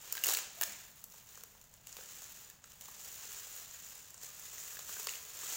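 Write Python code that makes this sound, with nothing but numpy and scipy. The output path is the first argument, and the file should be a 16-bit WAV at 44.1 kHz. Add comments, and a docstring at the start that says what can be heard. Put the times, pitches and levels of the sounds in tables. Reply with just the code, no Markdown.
"""Hands pull thin gift paper off a parcel in a small hard-walled room, close to a phone.
It opens with a rip, a quick run of snaps: noise bursts coloured as paper and rung by its panels.
A freed flap answers in gliding tones, then sparser, softer snaps pass until a last short rip near the end.
Throughout, random lesser snaps and a rustle of tiny buckles follow the handling; the room adds a
short noise tail to all the paper, over a low steady rumble of filtered noise."""
import sys
import numpy as np
from scipy import signal
from scipy.fft import rfft, irfft
from scipy.io import wavfile

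SR = 44100
rng = np.random.default_rng(int(sys.argv[2]) if len(sys.argv) > 2 else 0)


def dump_mix(stems):
    """Bounce the given channels to the path in sys.argv[1] as a 16-bit WAV at rate SR."""
    frames = np.atleast_2d(stems).T  # one column per channel
    limited = np.clip(frames, -1, 1)  # hard clip at full scale
    pcm = np.round(limited * 32767).astype(np.int16)
    wavfile.write(sys.argv[1], SR, pcm)


N = 245195

# how hard the sheet is handled: t/s, rustle level before flicker and scale shares/dB
HANDLING = [(0.0, -60.5), (0.21, -54), (0.28, -41.5), (0.35, -41.5), (0.54, -63.5), (0.6, -56),
            (0.64, -48.5), (0.86, -62), (0.94, -70), (0.99, -63), (1.09, -71.5), (1.14, -64.5),
            (1.25, -68.5), (1.29, -60.5), (1.5, -69), (1.66, -73), (1.83, -71.5), (1.88, -58), (2.1, -56.5),
            (2.17, -56.5), (2.47, -61.5), (2.62, -77), (2.66, -67.5), (2.78, -65.5), (2.81, -60.5),
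            (2.94, -59.5), (3.04, -56), (3.3, -52), (3.59, -55), (4.0, -55.5), (4.04, -61), (4.205, -64),
            (4.23, -48), (4.32, -59), (4.58, -50), (4.86, -54), (4.89, -47.5), (4.98, -48.5), (5.28, -56.5),
            (5.45, -47.5), (5.56, -45)]
# scales of buckling, from whole panels to fibres: low f/Hz, high f/Hz, rustle share/dB,
# fullness weight/1, buckle t60/ms, size spread/dB (below zero counts as none)
BUCKLE_SCALES = [(382, 1486, -13, 0.91, 6, 1), (1430, 4660, -5.5, 0.76, 63, -2.5),
                 (4660, 9100, 0.5, 0.27, 18, 18), (9840, 15270, -1, 0.44, 12, -16)]


def clear_snaps(responses):
    """The clearest single creases, each a sudden buckle of the sheet at its own moment."""
    # t/s, crackle level (rms over 3 ms)/dB, then relative to it thump level/dB, crease level/dB,
    # fibre level/dB; panel pitch f/Hz
    snap_rows = [(0.1247, -34, -17, -16, 5, 2710), (0.152, -44, -3.5, -1, 5, 1610),
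                 (0.1696, -46, -3.5, 3, 6, 1700), (0.178, -47, 0, 8, -13, 1620),
                 (0.2376, -32.5, -30, 3.5, 5.5, 2810), (0.2446, -29.5, -32, -14, -4, 2760),
                 (0.259, -41.5, -8, 2, 10, 2800), (0.2678, -32, -13.5, -11, 5, 4480),
                 (0.2813, -33, -19, -28, -4, 2690), (0.2872, -32, -7, -2.5, 2, 3900),
                 (0.2953, -38, -6, -5, 3, 744), (0.3053, -35, -7.5, -14, -8, 940),
                 (0.313, -38.5, -11, 2, 7, 4000), (0.3244, -40, -5, -4, 4, 786),
                 (0.3348, -36, -19, 0, 0, 1690), (0.3381, -33, -11, -4, 4, 3900),
                 (0.3482, -37.5, -25, 4, 3, 4520), (0.3706, -38.5, -11.5, 3.5, 6.5, 2630),
                 (0.3871, -39.5, -29, 2, 1, 1670), (0.6121, -33, -3, -1.5, 5.5, 1780),
                 (0.6213, -41, -3, 1, 12, 1620), (0.6302, -40, -5, 4, 3, 1760),
                 (0.6351, -30, -20, -7.5, -2, 4500), (1.0405, -45, -15, -14, 3, 4460),
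                 (1.1, -58.5, -24, -19, 2, 2690), (1.1221, -54, -19, -16, -2, 4390),
                 (1.1394, -59.5, 1, -10, 0, 885), (1.354, -50, -17, -24, -18, 780),
                 (1.3747, -52, -1.5, -16, -2, 530), (1.4081, -53.5, -10, -5, -7, 500),
                 (1.436, -48, -6.5, -6, 3, 475), (1.5503, -68.5, 8, -6, -10, 850),
                 (1.6138, -54.5, -12, -10, -3, 4480), (1.6407, -58, -14, -17, -3, 780),
                 (1.7393, -54, -16, -12, -2, 3880), (1.8704, -46.5, -15, -6.5, 0, 3040),
                 (1.9264, -45, -23, -17, -16, 3920), (1.9679, -49.5, -2.5, 1, 2, 3630),
                 (1.9869, -60.5, 10.5, -6, -4, 523), (2.0086, -51, -4, -4, -8, 494),
                 (2.2194, -47, -9, -13, -6, 4010), (2.4997, -50, -19, -7, 1, 1660),
                 (2.6407, -49, -7, -4, -18, 1340), (2.7186, -51.5, -24, -7, -6, 3010),
                 (2.8104, -47.5, -22, -9, 0, 3060), (2.8209, -52, -9, -7, -4, 4010),
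                 (2.8562, -47.5, -22, -11, -10, 3190), (2.8839, -62.5, 12, -1, 0, 1530),
                 (2.922, -54, -10, -20, -10, 1170), (3.5634, -51.5, -3.5, -19, 6, 3060),
                 (4.1049, -51, -16, -16, 0, 1080), (4.1427, -48, -10.5, -20, -7, 517),
                 (4.178, -50, -10, -16, -10, 2580), (4.2137, -51, -22, -17, -8, 4480),
                 (4.2332, -49.5, -7, -9, 2, 3040), (4.7696, -52.5, 0, 4, -3, 1690),
                 (4.7908, -52.5, 0.5, 5.5, 4, 4560), (4.892, -54, 4, -3, 0, 1490),
                 (4.9662, -53.5, 7.5, -4, -2, 1590), (5.0701, -37, -3.5, 2, -4, 4800),
                 (5.0865, -52.5, -19, 12.5, -1, 2330), (5.092, -36.5, -27, -3, -6, 2900),
                 (5.1006, -44, -20, -6, -6, 3830), (5.136, -53, -20, 8, 3, 2510),
                 (5.154, -45, -30, -2, -3, 2990), (5.2512, -47.5, -28, -8, -6, 3570),
                 (5.4332, -53.5, 7.5, -17, -8, 1190)]
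    return snap_train(snap_rows, responses)


def lesser_snaps(responses, per_s=45.0):
    """Many lesser creases at random moments, their size set by the handling."""
    over_rustle_db, spread_db = 1, 1
    scales_db, scale_spread_db = [-15.5, -12.5, -4.5], 3.5  # thump, crease, fibre against the crackle
    panel_low_hz, panel_high_hz = 860, 4500.0
    count = int(per_s * N / SR)
    moment, pitch = rng.random((count, 2)).T
    normal = rng.standard_normal((count, 4))
    s = moment * N / SR
    db = curve(HANDLING, s)[0] + over_rustle_db + spread_db * np.clip(normal[:, 0], -2, 1)
    hz = panel_low_hz * (panel_high_hz / panel_low_hz) ** pitch
    relative_db = scales_db + scale_spread_db * normal[:, 1:]
    return snap_train(np.column_stack([s, db, relative_db, hz]), responses)


def snap_train(rows, responses, rise_ms=.2, hold=1.58, panel_db=10.0, panel_q=10.3):
    """Each snap: a sharp first break, then a rattle that holds and dies, separately at each scale."""
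    usual_db, usual_rattle_ms, rattle_ms_per_db = -41, 10.1, 0.05  # stronger snaps rattle longer
    # panel to fibre: height of the first break, and factor on the rattle's t60
    first_db = np.array([5.1, 13.0, 9.8, 19])
    lasting = np.array([[1.1], [1.05], [.9], [.75]])
    ms = np.arange(1024) * 1000 / SR
    out = np.zeros(N + 2048)
    noises = rng.standard_normal((len(rows), 4, 1024))
    for (s, db, thump, crease, fibre, hz), noise in zip(rows, noises):
        ring_ms = usual_rattle_ms + rattle_ms_per_db * (db - usual_db)
        decay = undb(-60 * (ms / (lasting * max(ring_ms, 1.))) ** hold)
        rattle = noise * decay * np.minimum(ms / rise_ms, 1)
        rattle[:, int(rise_ms * SR / 1000)] += undb(first_db)
        sound = signal.fftconvolve(rattle, responses, axes=1)[:, :2048]
        # the panel beside the crease rings at its own pitch, in the two larger scales
        panel = signal.lfilter(*signal.iirpeak(hz, panel_q, fs=SR), sound[:2])
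        sound[:2] += undb(panel_db) * panel
        # same energy as 3 ms at unit rms
        sound /= np.sqrt(np.sum(sound ** 2, axis=1, keepdims=True) / (.003 * SR))
        i = int(s * SR)
        out[i:i + 2048] += undb(db + np.array([thump, crease, 0, fibre])) @ sound
    return out[:N]


def rustle(responses, per_s=700., most_db=6.0, own_db=5.0, slide=0.95):
    """Countless small buckles at random moments over the smooth hiss of sliding sheets."""
    # balance of large panels and fibres: t/s, fullness level/dB, fibre sparkle level/dB
    grip = [(0., 5.5, -1), (.29, 7, 0), (.35, 1, -4), (.41, 7.5, -11), (.47, -1.5, -11), (.55, 8.5, 3),
            (.7, 1, -8), (.9, 2, 2.5), (1.9, 0.5, 0), (2.9, 1.5, 0.5), (4.1, -0.5, -1.5), (4.9, 0, 1),
            (5.56, 2, -1.5)]
    usual_db, fullness_per_db = -52, -0.2856  # gentler handling than usual sounds fuller
    flicker_per_s, flicker_db = 14., 1.5  # the fingers never pull evenly
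    t = np.arange(N) / SR
    level_db, = curve(HANDLING, t)
    full_db, sparkle_db = curve(grip, t)
    flicker = np.interp(t * flicker_per_s, np.arange(512), rng.standard_normal(size=512))
    level_db = level_db + flicker_db * flicker
    full_db = full_db + fullness_per_db * (level_db - usual_db)
    happens = rng.random(N) < per_s / SR
    size = rng.exponential(size=N)
    out = 0
    for k, (_, _, share_db, weight, ring_ms, spread_db) in enumerate(BUCKLE_SCALES):
        # the shared size levels off at most_db; each buckle also favours some scales over others
        size_db = most_db * np.tanh(max(spread_db, 0) * size / most_db)
        size_db = size_db + own_db * rng.standard_normal(N)
        decay = undb(-60 * 1000 / (ring_ms * SR))  # per sample
        shake = signal.lfilter([1], [1, -decay], happens * undb(size_db))
        shake = shake / np.sqrt(np.mean(shake ** 2)) + slide
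        hiss = shake * rng.standard_normal(N) / np.sqrt(np.mean(shake ** 2))
        hiss *= undb(level_db + share_db + weight * full_db + (k == 3) * sparkle_db)
        out = out + signal.fftconvolve(hiss, responses[k])[:N]
    return out


def flap():
    """The freed flap creaks, rings and flutters: gliding tones swell and fade, roughened in phase."""
    # t/s, length/s, start f/Hz, end f/Hz, peak level/dB, bandwidth/Hz
    flex_tones = [(.555, .06, 650, 710, -57, 25), (.65, .05, 580, 530, -57, 25),
                  (.65, .09, 235, 170, -63, 8), (.62, .2, 2300, 2250, -54, 250)]
    out = np.zeros(N)
    wobbles = rng.standard_normal((len(flex_tones), SR))
    for (s, length, start_hz, end_hz, db, width_hz), wobble in zip(flex_tones, wobbles):
        hz = np.linspace(start_hz, end_hz, int(length * SR))
        glide = 2 * np.pi * np.cumsum(hz) / SR
        roughness = np.cumsum(wobble[:len(hz)]) * np.sqrt(2 * np.pi * width_hz / SR)
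        i = int(s * SR)
        out[i:i + len(hz)] += undb(db) * np.hanning(len(hz)) * np.sin(glide + roughness)
    return out


def scale_response(low_hz, high_hz):
    """The coloured response of one scale of buckling, unit power gain."""
    # the sheet's sound as the phone's ports colour it: f/Hz, relative level per Hz/dB
    colour = [(330, -6), (600, -10.5), (1300, -8), (1730, -7), (2200, -9.5), (2780, -5.5), (3300, -7.5),
              (5200, -6), (7100, 4), (8300, -5), (11500, -10), (14000, -5), (15700, 5), (17000, -25)]
    band = signal.butter(3, [low_hz, high_hz], "band", fs=SR, output="sos")
    h = signal.sosfilt(band, causal(colour))
    return h / np.sqrt(np.sum(h ** 2))


def room(x, gap_s=0.0036, split_hz=7300.0):
    """Diffuse echoes after a short gap; the treble dies sooner."""
    t60_s, treble_t60_s, level_db = 0.7, 0.47, -8.5
    t = np.arange(SR) / SR
    noise = rng.standard_normal(SR)
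    low = signal.sosfilt(signal.butter(2, split_hz, fs=SR, output="sos"), noise)
    tail = low * undb(-60 * t / t60_s) + (noise - low) * undb(-60 * t / treble_t60_s)
    tail *= np.clip(t / gap_s - .5, 0, 1)
    tail /= np.sqrt(np.sum(tail ** 2))
    return signal.fftconvolve(x, tail)[:N] * undb(level_db)


def rumble(level_db=-68):
    """Steady low noise of the house and the phone's own hiss, as filtered noise."""
    # spectrum of the background: f/Hz, relative level per Hz/dB
    spectrum = [(12, -42), (20, 8.5), (101, 4), (187, 1.5), (310, -12), (660, -8), (1860, -13), (4300, -25),
                (6910, -34), (9400, -38), (16000, -21.5)]
    x = signal.fftconvolve(rng.standard_normal(N + 2048), causal(spectrum))[2048:N + 2048]
    return x * undb(level_db) / np.sqrt(np.mean(x ** 2))


def undb(db):
    """Amplitude ratio of a level in dB."""
    return 10 ** (np.asarray(db) / 20)


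def curve(table, s):
    """Every column of a table after the first, read at times s."""
    columns = np.transpose(table)
    return [np.interp(s, columns[0], c) for c in columns[1:]]


def causal(points, size=2048):
    """Minimum-phase response of (Hz, dB) points, by folding the cepstrum."""
    hz, db = np.transpose(points)
    grid_hz = np.arange(size + 1) * SR / 2 / size
    log_gain = np.interp(np.log(grid_hz + 1), np.log(hz), db) * np.log(10) / 20
    cepstrum = irfft(log_gain)
    cepstrum[1:size] *= 2
    cepstrum[size + 1:] = 0
    return irfft(np.exp(rfft(cepstrum)))[:size]


def scene():
    """All the paper, its echo in the room and the rumble beneath."""
    responses = np.array([scale_response(low, high) for low, high, *_ in BUCKLE_SCALES])
    paper = clear_snaps(responses) + rustle(responses) + flap() + lesser_snaps(responses)
    return (paper + room(paper) + rumble())[None]


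def record(dry):
    """Two steep low-pass filters: a 20 dB drop near 16 kHz, then almost nothing above 17 kHz."""
    shelf = signal.sosfilt(signal.ellip(7, .3, 20, 15950, fs=SR, output="sos"), dry)
    return signal.sosfilt(signal.ellip(10, .2, 80, 17000, fs=SR, output="sos"), shelf)


dry = scene()
out = record(dry)
dump_mix(out)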